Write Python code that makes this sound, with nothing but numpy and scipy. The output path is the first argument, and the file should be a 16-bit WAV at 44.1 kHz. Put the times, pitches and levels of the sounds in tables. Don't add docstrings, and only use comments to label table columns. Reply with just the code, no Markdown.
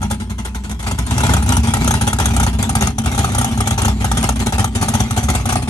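import sys
import numpy as np
from scipy import signal
from scipy.fft import rfft, irfft, next_fast_len
from scipy.io import wavfile
from scipy.ndimage import uniform_filter1d

SR = 44100
rng = np.random.default_rng(int(sys.argv[2]) if len(sys.argv) > 2 else 0)


def wav_record(signal):
    frames = np.transpose(np.atleast_2d(signal))
    bounded = np.clip(frames, -1, 1)
    quanta = np.round(bounded * 32767).astype(np.int16)
    wavfile.write(sys.argv[1], SR, quanta)


N = 250929
CUTOFF_HZ = 16000
TIME = np.arange(N) / SR
SIZE = next_fast_len(N, True)
BINS = np.maximum(np.fft.rfftfreq(SIZE, 1 / SR), 1)

# (time [s], crack [dB], crack rise [s], rasp [dB], knock [dB], thump [dB])
BARKS = [(0.016, -32, 0.0021, -23.5, -27, -26), (0.027, -23.5, 0.0033, -26, -18, -16.5),
         (0.099, -27, 0.009, -23, -38, -38), (0.109, -20.5, 0.0051, -22.5, -19.5, -16.5),
         (0.198, -34, 0.0057, -24, -37, -21), (0.295, -32.5, 0.0088, -26.5, -40, -20.5),
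         (0.381, -34, 0.0033, -24.5, -36, -20.5), (0.448, -25, 0.0053, -22.5, -32, -25),
         (0.546, -27.5, 0.0051, -25, -28.5, -23.5), (0.637, -31, 0.00096, -25.5, -57, -29),
         (0.694, -28, 0.0029, -25, -33, -24), (0.709, -27, 0.0053, -34, -45, -25),
         (0.79, -35, 0.0099, -25, -40, -33), (0.827, -27, 0.0022, -24, -32, -34),
         (0.863, -33, 0.0016, -16.5, -24.5, -16.5), (0.91, -20, 0.0046, -24.5, -22.5, -17.5),
         (0.978, -33, 0.0027, -25, -35.5, -18), (0.985, -19.5, 0.0044, -25, -26, -18),
         (1.064, -26, 0.0031, -22.5, -44, -24), (1.108, -19.5, 0.0023, -15.5, -23, -11),
         (1.153, -42.0, 0.00063, -26.0, -40.0, -18), (1.179, -14.5, 0.0024, -16, -17, -16.5),
         (1.203, -19, 0.0039, -35, -21, -33), (1.234, -16, 0.0028, -14, -13, -13),
         (1.265, -14.5, 0.0019, -23, -17, -13), (1.292, -21, 0.0023, -14.5, -13, -13),
         (1.335, -11.5, 0.003, -19, -21, -10.5), (1.366, -18.5, 0.0019, -21, -15.5, -15),
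         (1.423, -23, 0.0053, -34, -22, -16), (1.461, -25, 0.002, -23, -26, -18.5),
         (1.481, -25, 0.0028, -23, -27, -15), (1.49, -12.5, 0.0018, -18, -40.0, -12.5),
         (1.521, -12.5, 0.0022, -18, -17, -13.5), (1.567, -14, 0.0027, -21.5, -15.5, -11.5),
         (1.632, -26, 0.0015, -18.5, -43, -13.5), (1.672, -18, 0.0014, -17.5, -24, -10.5),
         (1.704, -28.5, 0.0039, -37, -28, -29), (1.736, -12, 0.0031, -18, -14, -14),
         (1.768, -21.5, 0.0033, -39, -19.5, -15), (1.804, -35, 0.002, -20.5, -40, -12.5),
         (1.844, -17, 0.0019, -29, -22, -16.5), (1.875, -13.5, 0.0039, -29, -20.5, -15),
         (1.907, -12, 0.0036, -28, -15.0, -25), (1.939, -14, 0.0015, -16, -15, -13),
         (2.01, -15, 0.0049, -16.5, -19, -13), (2.068, -21, 0.002, -17, -26, -12),
         (2.074, -13, 0.0042, -25, -16.5, -23), (2.129, -15, 0.0034, -23, -15, -16),
         (2.186, -15, 0.0022, -19, -19, -15), (2.198, -15, 0.003, -16, -15.5, -15),
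         (2.242, -28.0, 0.0026, -24, -40.0, -22), (2.256, -11, 0.0027, -17, -22, -13),
         (2.301, -35, 0.0062, -23, -28, -11), (2.333, -26, 0.0064, -21.5, -26, -18.5),
         (2.364, -13.5, 0.0026, -21, -22.5, -14), (2.398, -16.0, 0.003, -18, -14.5, -13.5),
         (2.429, -17, 0.0053, -21.5, -18, -17.5), (2.464, -19, 0.002, -16.5, -16.5, -12),
         (2.528, -32, 0.0051, -24.5, -32, -16), (2.586, -28, 0.0026, -18.5, -42, -14),
         (2.626, -15, 0.0024, -18, -28, -15.5), (2.692, -16.5, 0.0038, -24.5, -16, -16),
         (2.751, -13, 0.0032, -17, -15.5, -12.5), (2.807, -19, 0.0036, -14, -21, -13.5),
         (2.822, -14.5, 0.0017, -17.5, -15.5, -12.5), (2.864, -42, 0.0022, -20, -37, -21),
         (2.871, -14, 0.0023, -39, -16, -15), (2.982, -18, 0.004, -24, -20, -15),
         (3.036, -36, 0.006, -24.5, -35, -19), (3.059, -17, 0.0019, -18.0, -21, -13.5),
         (3.113, -25.5, 0.006, -20.5, -27, -17.5), (3.146, -23.5, 0.0051, -26, -24, -19),
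         (3.177, -19, 0.0027, -14.5, -17, -13.5), (3.188, -15.5, 0.0033, -19, -20, -17.5),
         (3.228, -28, 0.0034, -23, -38, -21), (3.243, -17.5, 0.0034, -18.5, -12.5, -16.5),
         (3.287, -29, 0.0044, -23.5, -24, -14.5), (3.318, -25.5, 0.0046, -29, -31, -17.5),
         (3.347, -17.5, 0.0032, -24.5, -17, -18.5), (3.38, -14.5, 0.0053, -27, -20, -14.5),
         (3.411, -16.5, 0.0034, -30, -14, -33), (3.444, -15, 0.0032, -30, -13.5, -24),
         (3.51, -33, 0.0046, -23.5, -29, -17.5), (3.574, -25.5, 0.0044, -24.5, -23, -14.5),
         (3.604, -16.5, 0.0031, -21, -15.5, -20), (3.654, -43, 0.0029, -22.5, -38, -20),
         (3.672, -14, 0.0036, -21.5, -17.5, -24), (3.707, -14, 0.0023, -17.5, -18, -12.5),
         (3.777, -19.5, 0.006, -16, -17, -14), (3.817, -16.5, 0.003, -19.5, -22, -15),
         (3.847, -15.5, 0.0047, -16.5, -15.5, -13.5), (3.879, -19.5, 0.0036, -17, -16, -13.5),
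         (4.001, -36, 0.0021, -19.0, -37, -15), (4.043, -17, 0.0035, -19.5, -14.5, -20.5),
         (4.114, -14, 0.0034, -22.5, -15.5, -19), (4.17, -16.5, 0.0049, -18, -21, -16.5),
         (4.228, -14.5, 0.0012, -17.5, -23, -14), (4.24, -14, 0.0016, -19, -17, -17.5),
         (4.289, -13, 0.0031, -22.5, -14, -19.5), (4.357, -25, 0.0032, -24, -40, -18.5),
         (4.392, -28, 0.003, -21.5, -30, -17.5), (4.401, -18.5, 0.0017, -19.5, -34, -21.5),
         (4.459, -24, 0.0035, -19, -34, -15.5), (4.468, -13, 0.002, -31, -17, -24),
         (4.523, -19.5, 0.0019, -16, -16, -17), (4.581, -20, 0.0024, -16.5, -17.5, -13.5),
         (4.592, -18.5, 0.0044, -17, -16, -12), (4.642, -13, 0.003, -23, -14, -17),
         (4.749, -22, 0.0072, -17.5, -36, -12.5), (4.811, -22, 0.0059, -19, -26, -11.5),
         (4.824, -16, 0.0043, -18, -15.5, -26), (4.882, -15.5, 0.0049, -23.5, -18, -14.5),
         (4.936, -19, 0.005, -18, -17, -10), (4.95, -15, 0.0029, -39, -16.5, -27),
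         (4.993, -31, 0.0054, -22.5, -42, -12.5), (5.002, -14.5, 0.0039, -21.5, -16, -20),
         (5.107, -15.5, 0.0027, -24, -20.5, -15.5), (5.163, -24, 0.0021, -17.5, -26, -13.5),
         (5.174, -17.5, 0.0045, -24, -15.5, -19), (5.229, -21, 0.0076, -31, -26.5, -17.5),
         (5.284, -24, 0.0049, -16, -17, -12.5), (5.299, -15, 0.0034, -34, -18, -41),
         (5.337, -31, 0.006, -20.5, -22, -14.5), (5.349, -16.5, 0.0036, -19, -16.5, -27),
         (5.395, -36, 0.0063, -25, -26, -18.5), (5.455, -18.5, 0.0035, -21.5, -19, -15),
         (5.489, -18, 0.0034, -16.5, -22, -16.5), (5.522, -18, 0.0054, -23, -16, -15.5),
         (5.555, -17.5, 0.0019, -17.5, -12.5, -15), (5.62, -31, 0.006, -25, -27, -16),
         (5.673, -44, 0.0021, -21, -26.5, -18)]
CYLINDER_PUSH = [3.5, -1.5, -2.5, 4, 1.5, -19, -1, -2.5]
# (frequency [Hz], width [Hz], level [dB])
PIPE_MODES = [(63.5, 12.3, 11.5), (74, 12, -12.5), (96.3, 8.6, -3.5), (118.6, 4.7, -6.5), (164.8, 21, -6),
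              (217.3, 10.5, -2), (233.7, 4.7, -7)]
# (frequency [Hz], width [Hz], level [dB])
COLLECTOR_MODES = [(383, 39, -10), (339, 40, -12), (406, 24, -11), (661, 43, -4), (740, 31, -4.5),
                   (803.4, 15.4, 5), (909, 22, 1.5), (1199, 28, -1.5), (1317, 24, -4.5)]
# (frequency [Hz], level per Hz [dB])
CRACK_COLOUR = [(250, -45), (550, 4), (820, -8), (1080, -6.5), (1350, 4), (1900, -9), (2700, -9.5),
                (3400, -3), (4600, -13), (6300, -5), (8000, -11), (9500, -6.5), (11500, -10), (14000, -42)]
# (frequency [Hz], level per Hz [dB])
RASP_COLOUR = [(200, -14.5), (400, 6), (490, -4.5), (850, 4), (1080, -3), (1400, -4), (1900, -3),
               (2700, -3), (3400, -3.5), (4600, -8.5), (6300, -13), (8200, -12.5), (11300, -18.5),
               (14000, -41)]
# (frequency [Hz], correlation [-1 to 1])
LIKENESS = [(300, 0.83), (800, 0.72), (1500, 0.87), (2500, 0.26), (5000, 0.05), (8000, 0.48), (10000, 0.35),
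            (12000, 0.36)]
# (frequency [Hz], level difference [dB])
BALANCE = [(100, 20), (500, 3), (1000, 2), (2200, -3.5), (3300, 2), (7000, 4.5), (9500, 5.5)]
# (time [s], factor [ratio])
HEAT = [(0, 0.92), (0.598, 0.9), (0.898, 1.02), (1.349, 1.11), (1.8, 0.995), (2.701, 0.96), (3.402, 1.015),
        (4.3, 0.93), (5.69, 1.035)]
# (frequency [Hz], width [Hz], boost [dB])
MOUTH_MODES = [(2086, 49, 4), (2286, 60, 3.5), (2700, 68, 3), (3320, 130, 2.5), (5966, 290, 5.5),
               (6730, 1600, 4.5), (9200, 850, 8), (12250, 1500, 8)]
# (time [s], speed [turns/s])
CRANK_SPEED = [(0, 22.4), (.8, 25.7), (1.05, 26.5), (1.3, 36.6), (1.6, 39.8), (2, 32.6), (2.7, 33),
               (3, 32.7), (4.3, 31.4), (5.69, 32.3)]
# (time [s], hiss [dB], rumble [dB])
EFFORT = [(0.0, -38.5, -16.5), (0.301, -51, -26), (0.6, -47.5, -28), (0.799, -49, -24), (1.05, -37, -19.5),
          (1.3, -29.5, -15.5), (1.55, -45.5, -20.5), (1.9, -28.5, -15), (2.15, -45, -19), (2.45, -54, -17),
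          (2.7, -41, -16), (2.95, -49, -21), (3.15, -40.5, -17.5), (3.45, -30, -16), (3.75, -45.5, -18.5),
          (3.97, -39.5, -17.5), (4.2, -31.5, -14), (4.5, -55, -19.5), (4.72, -43.5, -18.5),
          (4.9, -33.5, -20.5), (5.3, -37, -19.5), (5.69, -52, -23)]
# (frequency [Hz], level [dB])
THROAT_TONES = [(830, 0), (1330, -4.5)]
# (time [s], factor [ratio])
RING_PITCH = [(0, 1.02), (.4, 1.1), (.75, 1.086), (1.3, 1.03), (2, 1.03), (3.3, 0.991), (4.5, .99),
              (5.69, 0.93)]
# (frequency [Hz], idle level [dB], fast-idle level [dB])
PUMPING_TONES = [(60.1, -27.5, -29), (222, -39.5, -31)]


def from_db(db):
    return 10 ** (np.asarray(db) / 20)


def rms_one(x):
    return x / np.sqrt(np.mean(x ** 2) + 1e-20)


def at_hz(points):
    hz, value = np.transpose(points)
    return np.interp(np.log(BINS), np.log(hz), value)


def over_time(points):
    return np.interp(TIME, *np.transpose(points))


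def cut(x, hz, kind, order=2):
    return signal.sosfilt(signal.butter(order, hz, kind, fs=SR, output="sos"), x + 1e-18)


def later(x, s):
    return np.interp(TIME - s, TIME, x, left=0)


def clicks(times, sizes):
    samples = np.abs(np.round(times * SR)).astype(int)
    return np.bincount(samples, sizes, N)[:N]


def resonate(x, hz, width_hz):
    r = np.exp(-np.pi * width_hz / SR)
    feed = np.array([1, 0, -1]) * (1 - r * r) / 2
    feedback = [1, -2 * r * np.cos(2 * np.pi * hz / SR), r * r]
    return signal.lfilter(feed, feedback, x + 1e-18)


def body(x, modes):
    def rings(v):
        return sum(from_db(db) * resonate(v, hz, width) for hz, width, db in modes)
    energy = np.sum(rings(signal.unit_impulse(SR // 4)) ** 2)
    return rings(x) * np.sqrt(SR / 50 / energy)


def pipes(flow, pitch, modes):
    clock = np.cumsum(pitch)
    ticks = np.arange(int(clock[-1]))
    rung = body(np.interp(ticks, clock, flow), modes)
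    return np.interp(clock, ticks, rung)


def trackside(x, near_s=0.012, far_s=.033, near_db=-15, far_db=-16):
    left, right = cut(x, 390, "high")
    near = np.array([later(left, near_s), later(right, near_s + 0.00051)])
    far = np.array([later(left, far_s + 0.000264), later(right, far_s)])
    return x + from_db(near_db) * near + from_db(far_db) * far


def pumping(waver=0.02237, opens_s=1.0):
    out = np.zeros(N)
    for hz, idle_db, fast_db in PUMPING_TONES:
        pitch_hz = hz * (1 + waver * rms_one(cut(rng.standard_normal(N), 9.2, "low")))
        level_db = np.interp(TIME, [opens_s, opens_s + 0.25], [idle_db, fast_db])
        out += from_db(level_db) * rms_one(np.sin(2 * np.pi * np.cumsum(pitch_hz) / SR))
    return out


def firings(turns, jitter_s, uneven_db, lag_s=0.002475):
    phase = np.cumsum(turns) * 4 / SR
    hard_s = [s for s, *_, knock_db, _ in BARKS if knock_db > -22]
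    due = np.interp(hard_s, TIME, phase)
    whole = np.cumsum(np.round(np.diff(due, prepend=0)))
    phase = phase + np.interp(TIME, hard_s, whole - due)
    k = np.arange(int(phase[-1]))
    chance = rng.standard_normal((N // 200, 2))[k]
    push_db = np.array(CYLINDER_PUSH)[k % len(CYLINDER_PUSH)]
    sizes = from_db(push_db + uneven_db * np.clip(chance[:, 0], -2, 2))
    times = np.interp(k, phase, TIME) + lag_s + jitter_s * chance[:, 1]
    return clicks(times, rms_one(sizes))


def drone(pulses, drone_db=-49):
    hz, width_hz, _ = COLLECTOR_MODES[0]
    ring = resonate(resonate(pulses, hz, 2 * width_hz), hz, 2 * width_hz)
    return from_db(drone_db) * rms_one(ring)


def pipe_boom(pulses, heat, rumble_db, first_s=0.00905, second_s=0.01907, lead_db=-8, thump_db=2,
              running_db=-5, churn=0.044, shallow_hz=78, top_hz=272):
    s, *_, level_db = np.transpose(BARKS)
    chance = rng.standard_normal((len(s), 2))
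    slugs = clicks(s + first_s + 0.00055 * chance[:, 0], from_db(level_db))
    slugs += clicks(s + second_s + 0.00089 * chance[:, 1], from_db(level_db - 5.0))
    slugs += clicks(s, from_db(level_db + lead_db))
    running = cut(pulses + churn * rng.standard_normal(N), shallow_hz, "high")
    flow = running * from_db(rumble_db + running_db) + from_db(thump_db) * slugs
    boom = cut(pipes(flow, heat, PIPE_MODES), top_hz, "low", order=9)
    boom = cut(boom, 42.4, "high", order=4)
    return np.array([boom, cut(boom, 490, "low", order=1)])


def bark_shapes(rise_s=0.009, rasp_t60=0.15):
    crack, rasp = np.zeros((2, N))
    for s, crack_db, crack_s, rasp_db, _, _ in BARKS:
        start = int(s * SR)
        age = TIME[:min(N - start, SR // 4)]
        span = slice(start, start + len(age))
        snap = (age / crack_s * np.exp(1 - age / crack_s)) ** 0.86
        swell = 1 - np.exp(-age / rise_s)
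        decay = np.exp(-np.log(1000) * age / rasp_t60)
        crack[span] += (from_db(crack_db) * snap) ** 2
        rasp[span] += (from_db(rasp_db) * swell * decay) ** 2
    return np.sqrt(crack), np.sqrt(rasp)


def patter(pulses, ring_pitch, hiss_db, patter_db=-6):
    flow = np.hypot(bark_shapes()[1], from_db(hiss_db))
    return from_db(patter_db) * pipes(pulses * flow, ring_pitch, COLLECTOR_MODES)


def knock(ring_pitch, length_s=0.007, blow_s=0.0061, edge_s=0.00032, first_share=0.68, ring_db=-5,
          detune=0.029, vary_db=3.0):
    out, age = np.zeros(N + SR), TIME[:SR // 10]
    blow = np.interp(age, [0, edge_s, blow_s, blow_s + 2 * edge_s], [0, first_share, 1, 0])

    def varied(db):
        return from_db(db + vary_db * rng.standard_normal())

    for s, *_, knock_db, _ in BARKS:
        start = int(s * SR)
        pitch = ring_pitch[start] * (1 + detune * rng.standard_normal())
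        burst = blow * sum(varied(db) * np.sin(2 * np.pi * (hz * pitch * age + rng.random()))
                           for hz, db in THROAT_TONES)
        ring = sum(varied(db) * rms_one(resonate(burst, hz * pitch, width))
                   for hz, width, db in COLLECTOR_MODES)
        hit = rms_one(burst) + from_db(ring_db) * rms_one(ring)
        hit *= np.sqrt(length_s * SR / np.sum(hit ** 2))
        out[start:start + len(hit)] += from_db(knock_db) * hit
    return out[:N]


def collectors(pulses, hiss_db, right_db=-2.5, lag_s=0.0002):
    ring_pitch = over_time(RING_PITCH)
    ring = knock(ring_pitch) + patter(pulses, ring_pitch, hiss_db)
    ring = cut(cut(ring, 2770, "low", order=3), 290, "high")
    return np.array([ring, from_db(right_db) * later(ring, lag_s)])


def at_ports(noise, lead_s=0.00019):
    mid, side = rfft(rms_one(noise), SIZE)
    alike, sign = np.clip(at_hz(LIKENESS), -1, 1), np.array([[1], [-1]])
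    lead = lead_s / (1 + (BINS / 3500) ** 4)
    pair = np.sqrt(1 + alike) * mid + sign * np.sqrt(1 - alike) * side
    return pair * from_db(sign * at_hz(BALANCE) / 2) * np.exp(1j * np.pi * sign * BINS * lead)


def turbulence(grain_db, patchy_db, count, size):
    white = rng.standard_normal((2, 2, N))
    edges = np.geomspace(1000, 13000, count + 1)
    patches = from_db(patchy_db * np.clip(rng.standard_normal((count, size)), -2, 2))
    patches /= np.sqrt(uniform_filter1d(patches ** 2, size=count // 3, axis=0))
    noise = cut(white[1], edges[0], "low") + cut(white[0], edges[-1], "high")
    patch_times = np.linspace(0, TIME[-1], size)
    for k, patch in enumerate(patches):
        band = cut(white[k % 2], edges[k:k + 2], "band")
        noise += band * np.interp(TIME, patch_times, patch)
    flicker = rms_one(cut(rng.standard_normal(N), 1760, "low"))
    grains = from_db(grain_db * np.clip(flicker, -2.5, 2.5))
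    return at_ports(noise * grains)


def crackle(gap_s, spread_db, smear_s=0.000508, count=12000):
    times = np.cumsum(gap_s * rng.uniform(.3, 1.7, count))
    sizes = from_db(spread_db * np.clip(rng.standard_normal((2, count)), -2, 2))
    sizes = sizes * rng.choice([-1, 1], (2, count))
    inside = times < TIME[-1]
    fronts = np.array([clicks(times[inside], size[inside]) for size in sizes])
    return at_ports(fronts) * np.exp(-2j * np.pi * smear_s * BINS ** 2 / CUTOFF_HZ)


def gas(noise, spectrum):
    mouths_db = sum(db / (1 + (2 * (BINS - hz) / width) ** 2) for hz, width, db in MOUTH_MODES)
    colour_db = at_hz(spectrum) + mouths_db
    return rms_one(irfft(noise * from_db(colour_db), SIZE)[:, :N])


def exhaust_gas(pulses, hiss_db, crack_db=-1.46, rasp_db=2.0, puff_s=0.024, steady=1.0,
                crack_pops_db=-4.0, rasp_pops_db=-4):
    crack, rasp = bark_shapes()
    flow = np.hypot(rasp, from_db(hiss_db))
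    puffs = signal.lfilter([1], [1, -np.exp(-1 / (puff_s * SR))], pulses)
    puffs = rms_one(steady + puffs)
    burst = turbulence(grain_db=2.5, patchy_db=9.0, count=24, size=300)
    burst = burst + from_db(crack_pops_db) * crackle(gap_s=.0012, spread_db=1.0)
    tail = turbulence(grain_db=1.5, patchy_db=9.5, count=42, size=190)
    tail = tail + from_db(rasp_pops_db) * crackle(gap_s=.0016, spread_db=0.5)
    crack_jet = from_db(crack_db) * crack * gas(burst, CRACK_COLOUR)
    rasp_jet = from_db(rasp_db) * flow * puffs * gas(tail, RASP_COLOUR)
    return crack_jet + rasp_jet


def scene():
    s, *levels_db = np.transpose(EFFORT)
    hiss_db, rumble_db = [np.interp(TIME, s, db) for db in levels_db]
    pulses = firings(over_time(CRANK_SPEED), jitter_s=.0004, uneven_db=1.8)
    low = pumping() + drone(pulses) + pipe_boom(pulses, over_time(HEAT), rumble_db)
    upper = collectors(pulses, hiss_db) + exhaust_gas(pulses, hiss_db)
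    return low + trackside(upper)


def record(dry, port_hz=10150, port_width_hz=1200, port_db=4, notch=0.97):
    mid = dry.mean(axis=0)
    ports = resonate(resonate(mid, 10000, 2200), 10000, 2200)
    notched = dry - notch * resonate(mid, port_hz, port_width_hz)
    heard = notched + from_db(port_db) * ports * np.array([[1], [-1]])
    rounded = heard / (1 + (heard / .9) ** 4) ** .25
    softened = cut(rounded, 14500, "low", order=3)
    return signal.sosfilt(signal.ellip(10, .1, 90, CUTOFF_HZ, fs=SR, output="sos"), softened)


dry = scene()
out = record(dry)
wav_record(out)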